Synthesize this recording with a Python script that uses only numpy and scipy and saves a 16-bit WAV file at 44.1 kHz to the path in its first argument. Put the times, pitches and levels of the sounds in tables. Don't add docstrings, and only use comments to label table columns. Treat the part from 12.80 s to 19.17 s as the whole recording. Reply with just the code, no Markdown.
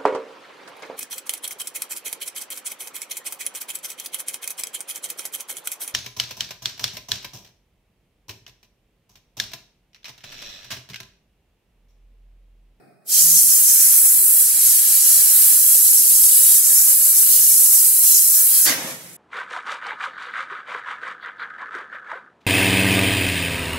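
import sys
import numpy as np
from scipy import signal
from scipy.fft import rfft, irfft, next_fast_len
from scipy.io import wavfile
from scipy.ndimage import uniform_filter1d, map_coordinates

SR = 44100
rng = np.random.default_rng(int(sys.argv[2]) if len(sys.argv) > 2 else 0)


def bounce(signal):
    frames = np.transpose(np.atleast_2d(signal))
    limited = np.clip(frames, -1, 1)
    pcm = np.round(limited * 32767).astype(np.int16)
    wavfile.write(sys.argv[1], SR, pcm)


N = 280740
TIME = np.arange(N) / SR
CAP_OFF_S = 5.85

# t/s, jet level/dB, lift of the jet's highest hiss/dB, eddy level/dB
LEAK_LEVELS = [(.36, -14, 6.5, -24), (.45, -13, 7.5, -27), (.6, -12.5, 5.5, -31), (1.05, -13, 7.5, -32.5),
               (1.25, -12, 7.5, -34.5), (1.38, -14, 7.5, -35.5), (1.6, -12, 6.5, -33),
               (1.73, -15.5, 4, -30.5), (1.86, -13, 5.5, -29), (2.12, -14, 5.5, -28.5),
               (2.35, -12.5, 6, -29), (2.8, -13.5, 8.5, -31), (2.95, -12, 7, -31), (3.15, -12.5, 5.5, -31),
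               (3.4, -12, 6, -29.5), (3.72, -11.5, 5, -29.5), (3.95, -13, 7, -33), (4.35, -13.5, 7, -32.5),
               (4.55, -13, 8.5, -27), (4.7, -11.5, 6, -32), (5.2, -14.5, 8.5, -33.5),
               (5.29, -12.5, 7, -28.5), (5.65, -15, 9.5, -34.5), (5.75, -15, 9.5, -26.5),
               (5.85, -13, 6.5, -32)]


def leak():
    # t/s, depth/dB
    dips = [(2.05, 1), (3.82, 2), (4.34, 1), (4.76, 1)]
    opening_db = -71 * np.exp(-(TIME - 0.24) / 0.032)
    dip = amp(-sum(db * np.exp(-((TIME - s) / 0.032) ** 2) for s, db in dips))
    flutter = amp(opening_db + 0.6 * wobble(18) + 0.031 * wobble(170))
    hiss = dip * jet()
    lower_sounds = dip * eddies() + neck() + distortion_rumble()
    cap_on = 1 - ramp(CAP_OFF_S, 0.1)
    return flutter * (hiss + cap_on * lower_sounds)


def jet():
    # f/Hz, level/dB
    spectrum = [(3500, -48), (5500, -47), (7000, -9), (7800, -3.5), (8500, 0), (9600, -2.5), (10400, 0.5),
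                (11000, 3.5), (11600, 4), (12300, -2.5), (12900, -8.5), (13400, -10), (14300, -8.5),
                (15000, -12), (15700, -9)]
    jet_db, lift_db, _ = curves(LEAK_LEVELS)
    hiss = in_yard(patchy(depth=0.33, size=(2, 8)), spectrum)
    fall_db = 184 * np.maximum(TIME - CAP_OFF_S, 0)
    return amp(jet_db - fall_db) * lift_treble(hiss, 12390, lift_db + 0.37 * wobble(9.8))


def eddies():
    # f/Hz, level/dB
    spectrum = [(1590, -42.5), (2700, -16.5), (3060, -9.5), (3480, -14), (3800, -9.5), (4400, -4.5),
                (4900, -5), (5300, -9), (6300, -7), (7000, -6.5), (9100, -12), (15400, -120)]
    # t/s, lift/dB
    treble = [(.3, 6), (.5, 12.5), (1.07, 14), (1.3, 9.5), (1.8, 7), (2.3, 7.5), (2.6, 6), (2.9, 8.5),
              (3.2, 10), (3.7, 7), (3.92, 14.5), (4.5, 7.5), (4.95, 13), (5.2, 7), (5.3, 11), (5.55, 14),
              (5.75, 0.5), (5.85, 12)]
    # left delay/ms, right delay/ms, level/dB
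    ground = [(2.451, 2.45, 3)]
    _, _, eddy_db = curves(LEAK_LEVELS)
    lift_db = curves(treble)[0] + 1.6 * wobble(22)
    sputter = amp(eddy_db + 0.3 * wobble(16) + 0.5 * wobble(150))
    hiss = in_yard(patchy(depth=1.8, size=(2, 8)), spectrum)
    return sputter * lift_treble(unit(echoed(hiss, ground)), 5126, lift_db)


def neck():
    # f/Hz, level/dB
    spectrum = [(530, -29), (900, -16), (1440, -6.5), (1650, -2), (1850, -2), (2050, -4.5), (2380, -0.5),
                (2630, -5.5), (3200, -25), (4160, -38), (7040, -120)]
    # t/s, level/dB
    levels = [(.4, -44.5), (.65, -46), (1.1, -41), (1.35, -45.5), (2, -42.5), (2.7, -42.5), (3.1, -46.5),
              (4, -43.5), (4.8, -47), (5.65, -44.5), (5.8, -42)]
    gain = amp(curves(levels)[0] + 0.18 * wobble(15))
    return gain * in_yard(patchy(depth=0.7, size=(1, 5)), spectrum)


def burst():
    # f/Hz, level/dB
    spectrum = [(1000, -23), (1500, -2), (1900, 0), (2500, -7), (3600, -7), (4200, -4.5), (4700, 4),
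                (5300, -5), (7000, -0.5), (9000, -20)]
    rise_s, hold_s, fade_s = 0.016, 0.029, 0.16
    fading_s = np.maximum(TIME - CAP_OFF_S - rise_s - hold_s, 0)
    bark = in_yard(amp(1.4 * wobble(200)) * rng.standard_normal((3, N)), spectrum)
    return amp(-21 - 60 * fading_s / fade_s) * ramp(CAP_OFF_S, rise_s) * bark


def gush():
    # t/s, level/dB
    flow = [(5.844, -20), (5.855, -9), (5.87, 0), (5.9, 2), (5.96, -2), (6.116, -3), (6.15, -10),
            (6.17, -14), (6.24, -17.5), (6.33, -23.5), (6.366, -32)]
    # t/s, level/dB, f/Hz, time to fade by 60 dB/s
    thumps = [(5.866, -24, 320, 0.055), (5.9, -17, 260, 0.047), (5.92, -21, 267, 0.038),
              (5.979, -26, 290, 0.087), (6.045, -29, 232, 0.055), (6.255, -39, 173, 0.13)]
    # t/s, level/dB, f/Hz, time to fade by 60 dB/s
    pops = [(5.866, -26, 4740, 0.033), (5.877, -18, 4590, 0.082), (5.891, -14, 1920, 0.018),
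            (5.891, -19, 4530, 0.041), (5.923, -15, 1870, 0.02)]
    flow_db, start_s = curves(flow)[0], flow[0][0]
    gulps = wobble(76)
    water = glug(flow_db, gulps) + hollow(flow_db) + froth(flow_db, gulps) + spray()
    return rings(thumps) + rings(pops) + ramp(start_s, 0.015) * water


def glug(flow_db, gulps):
    # f/Hz, level/dB
    spectrum = [(110, -40), (180, -10), (274, 1), (421, -6), (509, 2), (578, 0.5), (750, -0.5), (992, -3),
                (1300, -8.5), (1700, -22), (2640, -120)]
    beating = amp(0.38 * gulps) * patchy(depth=0.21, size=(2, 3))
    return amp(-35 + flow_db) * in_yard(beating, spectrum, near_db=8)


def hollow(flow_db):
    # f/Hz, level/dB
    spectrum = [(40, -39), (90, -6.5), (165, 8.5), (250, -3), (430, -1), (750, -14), (1000, -20.5)]
    return amp(-44.5 + 0.34 * flow_db) * in_yard(rng.standard_normal((3, N)), spectrum, near_db=16)


def froth(flow_db, gulps):
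    # f/Hz, level/dB
    spectrum = [(500, -32), (800, -16), (1200, -6), (1500, -5), (1850, 0.5), (2250, -2.5), (2500, -3.5),
                (2750, -6), (3300, -5.5), (4500, -7.5), (5300, -4.5), (6500, -3), (8500, -29)]
    crackle = amp(0.33 * wobble(440) + 0.5 * gulps) * patchy(depth=0.97, size=(3, 3))
    blast_db = 9 * np.exp(-((TIME - 5.9) / 0.097) ** 2)
    return amp(-31.5 + 0.75 * flow_db + blast_db) * in_yard(crackle, spectrum, near_db=-8)


def spray():
    # f/Hz, level/dB
    spectrum = [(2060, -15), (3500, -15), (5880, -25), (7090, -3), (7230, -2.5), (11600, -1), (15600, -11)]
    # t/s, relative level/dB
    levels = [(5.95, -41.5), (6.1, -40.5), (6.14, -43.5), (6.17, -48), (6.24, -51.5), (6.36, -51)]
    hiss = amp(0.79 * wobble(300)) * patchy(depth=0.3, size=(3, 4))
    return amp(8 + curves(levels)[0]) * in_yard(hiss, spectrum, near_db=-23)


def tick(at_s=1.2585, width_s=0.0001):
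    return -amp(-24) * np.exp(-((TIME - at_s) / width_s) ** 2)


def hum():
    # start t/s, release t/s, f/Hz, level/dB
    notes = [(0.404, 0.568, 167, -43), (.63, 0.683, 166.5, -52)]
    total = np.zeros(N)
    for start_s, release_s, hz, db in notes:
        swell = ramp(start_s, 0.046) * (1 - ramp(release_s, 0.018))
        phase = 2 * np.pi * hz * TIME
        total += np.sqrt(2) * amp(db) * swell * (np.sin(phase) + amp(-23) * np.sin(2 * phase))
    return total * amp([[-0.4], [0.4]])


def distortion_rumble():
    # f/Hz, level/dB
    spectrum = [(12, -29), (25, -8.5), (80, -3), (168, -6), (484, -2.5), (1010, 1), (1100, -4), (1430, -2),
                (2420, -120)]
    gain = ramp(0.36, 0.02) * amp(-53.5 + 0.8 * wobble(8))
    return gain * in_yard(patchy(depth=0.3, size=(2, 6)), spectrum)


def town():
    # f/Hz, level/dB
    spectrum = [(40, -44), (70, -29), (100, -12), (135, -0.5), (178, 1), (250, -1.5), (320, -2.5), (420, 0),
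                (530, -9), (700, -1), (1000, -21.5), (1300, -13.5), (2350, -21), (2480, -10), (2600, -24),
                (2900, -42), (5200, -24), (5800, -40), (7500, -38), (8500, -25), (11800, -37), (15000, -32)]
    # t/s, level/dB
    levels = [(0, -51.5), (.1, -54), (.2, -59.5), (.3, -54), (1, -56), (1.5, -56.5), (5.8, -59.5),
              (6.2, -57)]
    gain = amp(curves(levels)[0] + 0.36 * wobble(3.6))
    return gain * in_yard(patchy(depth=0.46, size=(2, 6)), spectrum, near_db=-3.5)


def in_yard(noises, spectrum, near_db=0):
    # f/Hz, level/dB
    directness = [(100, -4.5), (1500, 1.5), (3300, -8.5), (4400, 5.5), (5500, -15.5), (7100, -2),
                  (9300, -1.5), (11500, 5.5), (12400, 0.5), (15000, -0.5)]
    # f/Hz, level/dB
    balance = [(60, 0), (180, -1.5), (550, -1), (1650, 0.5), (4970, -1), (15000, -1)]
    lag_s = np.array([[0.3], [-0.3]]) / SR
    direct = lambda f: amp(along(directness, f) + near_db)
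    side = lambda f: amp(along(balance, f) * np.array([[0.5], [-0.5]]))
    colour = lambda f: amp(along(spectrum, f)) * side(f) / np.sqrt(1 + direct(f) ** 2)
    straight = filtered(noises[0], lambda f: colour(f) * direct(f) * np.exp(-2j * np.pi * f * lag_s))
    return unit(straight + filtered(noises[1:], colour))


def patchy(depth, size):
    spectra = signal.stft(rng.standard_normal((3, N)), nperseg=1024)[2]
    speckle = rng.standard_normal((2, *spectra.shape[1:]))
    bins, frames = size
    real, imag = uniform_filter1d(uniform_filter1d(speckle, bins, axis=1), frames, axis=2)
    pattern = np.abs(1 + depth * (unit(real) + 1j * unit(imag)))
    band_power = np.abs(uniform_filter1d(pattern ** 2, size=14, axis=0))
    pattern /= np.sqrt(band_power + 1e-9)
    return signal.istft(spectra * pattern, nperseg=1024)[1][:, :N]


def echoed(x, echoes):
    total = x
    for *delays_ms, db in echoes:
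        sway_ms = 0.04 * wobble(1.5)
        late = [map_coordinates(channel, [np.arange(N) - (ms + sway_ms) * SR / 1000])
                for channel, ms in zip(x, delays_ms)]
        total = total + amp(db) * np.array(late)
    return total


def rings(events):
    total, age = np.zeros(N + SR), np.arange(SR // 4) / SR
    for start_s, db, hz, fade_s in events:
        envelope = amp(db - 60 * age / fade_s) * (1 - np.exp(-age * hz))
        total[round(start_s * SR):][:len(age)] += envelope * np.sin(2 * np.pi * hz * age)
    return total[:N]


def lift_treble(x, edge_hz, db):
    treble = filtered(x, lambda hz: np.clip((hz - edge_hz) / 800 + 0.5, 0, 1))
    return x + (amp(db) - 1) * treble


def filtered(x, response):
    size = next_fast_len(N + SR // 2)
    return irfft(rfft(x, size) * response(np.fft.rfftfreq(size, 1 / SR)), size)[..., :N]


def wobble(rate):
    return map_coordinates(rng.standard_normal(int(N * rate / SR) + 4), [TIME * rate])


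def curves(rows):
    times, *columns = np.transpose(rows)
    return [np.interp(TIME, times, column) for column in columns]


def along(points, hz):
    freqs, values = np.transpose(points)
    return np.interp(np.log(hz + 1), np.log(freqs + 1), values)


def ramp(start_s, length_s):
    return np.clip((TIME - start_s) / length_s, 0, 1)


def amp(db):
    return 10 ** (np.asarray(db) / 20)


def unit(x):
    return x / np.sqrt(np.mean(x ** 2) + 1e-20)


def scene():
    # left delay/ms, right delay/ms, level/dB
    surfaces = [(1.78, 1.5, -15.5), (3.9, 3.44, -12), (0.614, 0.81, -23)]
    return echoed(leak() + burst(), surfaces) + tick() + gush() + hum() + town()


def record(dry):
    ceiling, top_hz = 0.97, 15780
    clipped = dry / (1 + np.abs(dry / ceiling) ** 12) ** (1 / 12)
    return filtered(clipped, lambda hz: np.clip((top_hz - hz) / 40, 0, 1))


dry = scene()
out = record(dry)
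bounce(out)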